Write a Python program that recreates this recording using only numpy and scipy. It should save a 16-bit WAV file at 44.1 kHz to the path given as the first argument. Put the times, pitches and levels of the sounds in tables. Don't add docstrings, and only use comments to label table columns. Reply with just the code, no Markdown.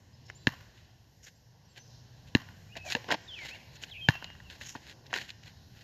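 import sys
import numpy as np
from scipy import signal
from scipy.fft import rfft, irfft
from scipy.io import wavfile
from scipy.ndimage import uniform_filter1d

SR = 44100
rng = np.random.default_rng(int(sys.argv[2]) if len(sys.argv) > 2 else 0)


def amplitude_ratio(level_db):
    exponent = np.asarray(level_db, float) / 20
    return 10 ** exponent


def to_wav(sig):
    pcm = np.clip(np.atleast_2d(sig), -1, 1) * 32767
    pcm = np.round(pcm).astype(np.int16)
    wavfile.write(sys.argv[1], SR, pcm.T)


N = 257103
T = np.arange(N) / SR


def colour(x, points):
    hz, db = np.transpose(points)
    log_hz = np.log(np.maximum(np.arange(2049) * SR / 4096, 1))
    cepstrum = irfft(np.interp(log_hz, np.log(hz), db) * np.log(10) / 20)
    cepstrum[1:2048] *= 2
    cepstrum[2049:] = 0
    response = irfft(np.exp(rfft(cepstrum)))
    return signal.fftconvolve(x, response)[:len(x)]


def band(x, lo_hz, hi_hz):
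    sos = signal.butter(2, [lo_hz, hi_hz], "bandpass", fs=SR, output="sos")
    y = signal.sosfilt(sos, x)
    return y / np.std(y)


def decay(t, t60):
    return np.exp(-np.log(1000) * t / t60)


def ring(hz, t60, rise=1e-5):
    t = T[:SR // 4]
    return np.sin(2 * np.pi * hz * t) * decay(t, t60) * (1 - np.exp(-t / rise))


def add(out, x, s):
    i = int(round(s * SR))
    out[i:i + len(x)] += x[:N - i]


def wander(rate):
    k = int(SR / rate)
    steps = np.repeat(rng.standard_normal(N // k + 1), k)
    return 1.54 * uniform_filter1d(uniform_filter1d(steps, k), k)[:N]


def hum():
    # f/Hz, level/dB per Hz
    outline = [(20, 3), (45, -5), (110, 2.5), (330, -18), (900, -25.5), (2500, -31), (5000, -28),
               (7000, -33), (14000, -19)]
    # t/s, traffic/dB, leaves/dB
    swell_curve = [(0.0, -61, -65.5), (0.28, -59.5, -66.5), (0.49, -57, -62), (0.96, -61.5, -68),
                   (1.61, -63.5, -68), (1.8, -60.5, -64.5), (2.39, -55.5, -63), (2.781, -55.5, -63),
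                   (2.92, -57.5, -58), (3.83, -59, -61.5), (4.06, -56.5, -63), (4.32, -54, -62),
                   (4.82, -59, -61.5), (5.83, -56.5, -65)]
    s, traffic_db, leaves_db = np.transpose(swell_curve)
    traffic = np.interp(T, s, traffic_db - traffic_db.mean())
    leaves = np.interp(T, s, leaves_db - leaves_db.mean())
    out = np.zeros(N)
    for hz in 22 * 2 ** np.arange(0, 9.5, .5):
        part = band(rng.standard_normal(N), hz / 2 ** .25, hz * 2 ** .25) * np.sqrt(hz)
        swell = leaves if hz > 350 else traffic
        out += part * amplitude_ratio(swell + 1.9 * wander(6))
    out = colour(out, outline)
    return amplitude_ratio(-53) * out / np.std(out)


def whistles():
    # t/s, length/s, from f/Hz, to f/Hz, level/dB
    peeps = [(0.128, .03, 4770, 5260, -69), (0.253, 0.022, 5280, 5450, -67.5),
             (0.278, .025, 4900, 5570, -65), (0.348, 0.037, 6880, 7350, -57), (.39, .045, 7000, 7560, -68),
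             (1.353, .03, 7250, 7530, -69), (1.648, 0.023, 5660, 5700, -72),
             (1.671, .055, 5450, 4370, -73.5), (1.683, 0.055, 7760, 7500, -66),
             (1.791, 0.038, 5850, 6220, -62), (1.829, 0.032, 5820, 6200, -72),
             (3.2, 0.076, 7760, 7340, -69)]
    # t/s, length/s, from f/Hz, to f/Hz, level/dB
    song = [(2.69, 0.049, 2390, 2540, -65.5), (2.718, .03, 2600, 2960, -57),
            (2.778, 0.096, 2620, 2580, -53.5), (2.854, 0.055, 2600, 2255, -49),
            (3.277, 0.078, 3800, 2943, -47), (3.335, 0.019, 3030, 3380, -47.5),
            (3.345, 0.12, 2870, 2014, -47.5), (3.493, 0.067, 2085, 2836, -50.5),
            (3.549, 0.018, 2540, 2190, -53), (3.91, 0.026, 3980, 3080, -47.5),
            (3.935, 0.086, 2667, 2555, -48), (4.011, 0.062, 3274, 3085, -42),
            (4.08, 0.018, 2650, 2550, -49), (4.12, 0.062, 2780, 2700, -47.5),
            (4.188, 0.16, 2920, 2844, -58.5), (4.433, 0.077, 3150, 2590, -63.5)]
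    # start t/s, end t/s, rate/Hz, depth/Hz
    warble_span = (3.935, 3.99, 105, 260)
    glide_bend, note_swell = 1.9, .4
    out = np.zeros(N)
    start, end, rate, depth = warble_span
    warble_fade = np.clip((end - T) / 0.022, 0, 1) * (T > start)
    warble = depth * warble_fade * np.sin(2 * np.pi * rate * T)
    waver = .008 * wander(250)
    for s, length, from_hz, to_hz, db in song + peeps:
        gone = T[:int(length * SR)] / length
        glide = to_hz + (from_hz - to_hz) * (1 - gone) ** glide_bend
        i = int(s * SR)
        hz = glide + (warble + waver * from_hz)[i:i + len(gone)]
        tone = np.sqrt(2) * np.sin(2 * np.pi * np.cumsum(hz) / SR)
        add(out, amplitude_ratio(db) * np.sin(np.pi * gone) ** note_swell * tone, s)
    return out


def buzzes():
    # start t/s, end t/s, pulse rate from/Hz, to/Hz, throat f/Hz, level/dB
    calls = [
        (0.356, 0.47, 567, 585, 4300, -70),
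        (1.889, 2.018, 393, 414, 4500, -69.5),
        (2.123, 2.23, 396, 410, 4200, -76),
    ]
    out = np.zeros(N)
    for start, end, from_hz, to_hz, throat_hz, db in calls:
        t = T[int(start * SR):int(end * SR)]
        edge = np.clip(np.minimum(t - start, end - t) / 0.019, 0, 1)
        hz = np.interp(t, [start, end], [from_hz, to_hz])
        pulses = np.exp(30 * np.cos(2 * np.pi * np.cumsum(hz) / SR) - 30)
        add(out, amplitude_ratio(db) * edge * band(pulses, 0.88 * throat_hz, 1.14 * throat_hz), start)
    return out


def birds():
    return (whistles() + buzzes()) * amplitude_ratio(1.2 * wander(90))


def press(s, rise, fall, db):
    gain = np.zeros(N)
    near = slice(max(int((s - .3) * SR), 0), int((s + .3) * SR))
    t = T[near]
    away = np.where(t < s, (s - t) / rise, (t - s) / fall)
    gain[near] = amplitude_ratio(db - 20 * away ** 1.13)
    return gain


def scuffs():
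    # hardest t/s, rise/s, fall/s, hiss level/dB, weight/dB
    soles = [(.286, .008, 0.065, -61, 3.5), (0.749, .015, 0.17, -60, -20),
             (1.277, 0.048, 0.023, -48, -12), (1.778, 0.021, 0.029, -50, -6),
             (2.285, 0.027, 0.017, -53.5, -28), (2.771, 0.02, 0.032, -47, 3.5),
             (2.87, .02, 0.12, -50, -1), (2.925, 0.049, 0.026, -32.5, -19), (2.961, .01, 0.055, -60, 13),
             (3.04, 0.053, 0.12, -67.5, 10.5), (3.106, 0.026, .03, -47, 16.5),
             (3.121, .01, 0.021, -31, -5), (3.143, 0.011, 0.011, -41.5, 15.5),
             (3.461, 0.15, 0.15, -49.5, -2), (3.493, 0.061, 0.018, -44, -35),
             (3.57, 0.12, 0.032, -61.5, 4.5),
             (3.766, 0.054, 0.014, -51.5, -17), (3.835, 0.026, 0.018, -44.5, -8),
               (3.9, 0.11, .015, -54.5, -2.5), (4.507, .02, 0.062, -50, -6.5), (4.556, 0.091, 0.02, -58, 0),
               (4.614, 0.0082, 0.057, -45.5, -9.5), (4.689, 0.091, 0.075, -47.5, -26),
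               (4.758, 0.0071, 0.052, -58, 9), (4.901, 0.089, 0.038, -47.5, -9),
               (5.068, 0.023, 0.017, -57, -8), (5.109, 0.021, 0.0039, -62, 11),
               (5.147, .03, 0.068, -39.5, -1), (5.17, .03, 0.045, -46.5, -6.5),
               (5.22, 0.053, 0.055, -45.5, -11), (5.306, 0.063, 0.017, -49.5, -15),
               (5.478, 0.066, 0.047, -53.5, -7.5), (5.79, 0.093, 0.31, -57, -7.5)]
    # hardest t/s, rise/s, fall/s, level/dB, f/Hz
    groans = [
        (2.876, 0.037, 0.027, -45, 645),
        (2.962, 0.017, 0.038, -44, 494),
        (3.13, .03, .03, -40.5, 330),
    ]
    # hardest t/s, rise/s, fall/s, level/dB
    slides = [
        (.265, .01, .02, -57),
        (1.249, 0.023, .05, -52.5),
        (2.87, 0.02, .05, -48.5),
        (3.759, .03, .015, -59.5),
        (3.83, 0.018, .025, -53),
        (4.7, 0.09, .06, -47.5),
    ]
    grit = rng.standard_normal(N) * amplitude_ratio(3.05 * rng.exponential(size=N)) * amplitude_ratio(2.0 * wander(200))
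    hiss, scrape = band(grit, 1997, 4690), band(grit, 1300, 2740)
    rumble, sizzle = band(grit, 150, 1250), band(grit, 5240, 13220)
    out = np.zeros(N)
    for s, rise, fall, db, weight_db in soles:
        mix = 0.86 * hiss + 2.25 * amplitude_ratio(-8) * sizzle
        mix += amplitude_ratio(1 + .6 * weight_db) * scrape + 0.81 * amplitude_ratio(weight_db) * rumble
        out += press(s, rise, fall, db) * mix
    for s, rise, fall, db, hz in groans:
        out += press(s, rise, fall, db) * band(grit, 0.88 * hz, 1.16 * hz)
    toe = band(grit, 5200, 8600) + .9 * band(grit, 7600, 13500)
    for s, rise, fall, db in slides:
        out += press(s, rise, fall, db) * toe
    return out


def taps():
    # t/s, peak level/dB, f/Hz,
    # body/dB
    hits = [(0.3, -31.5, 1790, -11), (0.7766, -49, 3160, -40), (1.7617, -47, 2740, -18.5),
            (1.776, -41.5, 2685, -27), (4.2433, -28, 2900, -10), (2.7545, -39.5, 1950, -3),
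            (2.7742, -32.5, 2820, -31), (2.9018, -24, 3920, -10), (2.9224, -16, 3230, -19),
            (3.0889, -31.5, 1610, 5.5), (3.1058, -22, 1710, 2), (3.1136, -17.5, 2700, -5),
            (3.1226, -17.5, 1970, -0.5), (3.1404, -29.5, 1860, 5.5), (3.3894, -34, 2500, -20),
            (3.8367, -24.5, 2670, -38), (1.233, -57, 2940, -16), (4.652, -38, 3220, -16),
            (4.5005, -33.5, 2930, -34), (4.6122, -32.5, 2000, -20), (4.7516, -45, 1620, 17.5),
            (5.0663, -42.5, 4050, -23), (5.1298, -22.5, 1610, -4), (5.1393, -17.5, 2220, -40),
            (5.163, -22.5, 1810, -22), (5.186, -30, 2080, -28), (5.215, -32, 1990, -27),
            (5.2923, -32.5, 2800, -25), (5.304, -27.5, 3100, -43), (5.436, -41.5, 2900, -36)]
    # t/s, peak level/dB, f/Hz, body/dB
    returns = [
        (.604, -51, 1700, -20),
        (.535, -44, 1050, -20),
        (2.488, -41.5, 1300, -6),
        (4.152, -38.5, 1000, -5),
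        (4.154, -38, 1750, -17),
        (4.224, -36.5, 1100, 0),
        (4.302, -41.5, 1730, -7),
        (4.352, -45, 1670, -22),
        (4.402, -43, 1683, -26),
    ]
    out, t = np.zeros(N), T[:SR // 20]
    fade = decay(t, 0.019)
    for s, db, hz, body_db, grit in [row + (.34,) for row in hits] + [row + (.08,) for row in returns]:
        noise = rng.standard_normal((2, len(t)))
        noise[0, 4] = -8
        click = fade * (band(noise[0], 0.73 * hz, 1.354 * hz) + grit * band(noise[0], 1100, 9000))
        knock = amplitude_ratio(body_db - 8.5) * band(noise[1], 170.0, 1100) * fade ** .5
        add(out, amplitude_ratio(db + 0.5) * (click / np.abs(click).max() + knock), s)
    return out


def ball():
    # t/s, slap/dB, thump/dB, skin/dB, 918 Hz air mode/dB
    bounces = [
        (0.4707, -7.5, -16.5, -15, -19),
        (2.3501, -7.5, -14, -9, -4),
        (2.9507, -13.5, -37, -26, 8),
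        (4.087, -3.5, -8, -19.5, 4),
        (4.755, -45, -38, -36, 25.5),
    ]
    # f/Hz, level/dB, t60/s
    air_modes = [(551.4, -38, 0.063), (918, -22, 0.02), (1753, -7, 0.0151), (2784, -13, 0.012),
                 (3990, -17, 0.014), (6760, -22, 0.0067), (12000, -27, .003), (2780, -47, 0.25),
                 (3780, -48, .15), (1660, -45, .12)]
    # f/Hz, level/dB
    slap_outline = [(300, -32), (750, -21.5), (1300, -5.5), (2400, 0), (4000, -6), (5200, -16), (7000, -23),
                    (14000, -18)]
    # f/Hz, level/dB
    far_outline = [(300, -21), (1200, 0.5), (2500, -6), (5000, -14), (8000, -22), (14000, -3)]
    slaps, thumps, sent, t = np.zeros(N), np.zeros(N), np.zeros(N), T[:SR // 20]
    lift = np.exp(-(T[:SR // 4] / 0.014) ** 4)
    crack = 1. * (t == 0)
    for s, slap_db, thump_db, skin_db, low_db in bounces:
        air = sum(amplitude_ratio(db + low_db * (700 < hz < 1000)) * ring(hz, t60) for hz, db, t60 in air_modes)
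        rough = rng.standard_normal(len(t)) * np.exp(-t / 0.0019) * (1 - np.exp(-t / 0.000067))
        contact = 0.026 * rough
        contact[0] = -1
        add(slaps, amplitude_ratio(slap_db) * signal.fftconvolve(contact, air), s)
        add(slaps, amplitude_ratio(slap_db + 2.5) * colour(0.72 * rough - 2.5 * crack, slap_outline), s)
        add(sent, amplitude_ratio(slap_db + 22) * colour(crack, far_outline), s)
        thump = ring(134.7, 0.03 * 1.37, 0.0036) * lift
        skin = ring(245.3, 0.023, 0.0019) * lift
        add(thumps, amplitude_ratio(thump_db + 5.0) * thump, s + 0.0013)
        add(thumps, amplitude_ratio(skin_db + 7.0) * skin, s + 0.0018)
    return slaps, thumps, sent


def comb(x):
    sos = signal.butter(1, [820, 1965], "bandpass", fs=SR, output="sos")
    mids = signal.sosfilt(sos, x)
    return x - 0.61 * np.roll(mids, int(round(SR / 1252)))


def echoes(x):
    # delay t/s, level/dB, smear/s
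    faces = [
        (.008, -16.5, 0.0041),
        (0.019, -23, 0.00208),
        (.03, -27.5, .01),
        (.05, -27, 0.011),
        (0.067, -29.5, 0.0053),
        (.137, -32.5, 0.0044),
        (.156, -39.5, 0.0028),
        (0.264, -52, 0.0051),
        (0.317, -45, 0.011),
    ]
    walls, t = np.zeros(SR // 2), T[:SR // 10]
    for delay, db, smear in faces:
        patch = rng.standard_normal(len(t)) * np.exp(-t / smear)
        add(walls, amplitude_ratio(db) * patch / np.sqrt(np.sum(patch ** 2)), delay)
    return signal.fftconvolve(x, walls)[:N]


def field(x):
    t = T[:SR]
    tail = band(rng.standard_normal(SR), 800, 21000) * decay(t, 0.94) * np.clip(t / 0.01, 0, 1)
    return signal.fftconvolve(x, tail / np.sqrt(np.sum(tail ** 2)))[:N]


def scene():
    slaps, thumps, sent = ball()
    feet = taps() + scuffs()
    song = birds()
    walls = echoes(sent + .15 * slaps + 0.27 * thumps)
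    far = field(amplitude_ratio(-22) * comb(sent + feet) + amplitude_ratio(-8.5) * song)
    near_ground = comb(slaps + feet + hum() + walls)
    return (near_ground + thumps + song + far)[None]


def low_pass(x):
    return signal.sosfilt(signal.butter(12, 14690, fs=SR, output="sos"), x)


def record(dry):
    # f/Hz, level/dB
    tone_outline = [(25, -18.5), (60, -1.5), (6900, 2), (7450, -6.5), (7950, -18.5), (10200, -25.5), (10800, -18.5),
                    (14000, -15.5), (14600, -44.5), (15700, -53.5), (16000, -81.5)]
    mix = colour(dry[0], tone_outline)[None]
    return low_pass(mix)


dry = scene()
out = record(dry)
to_wav(out)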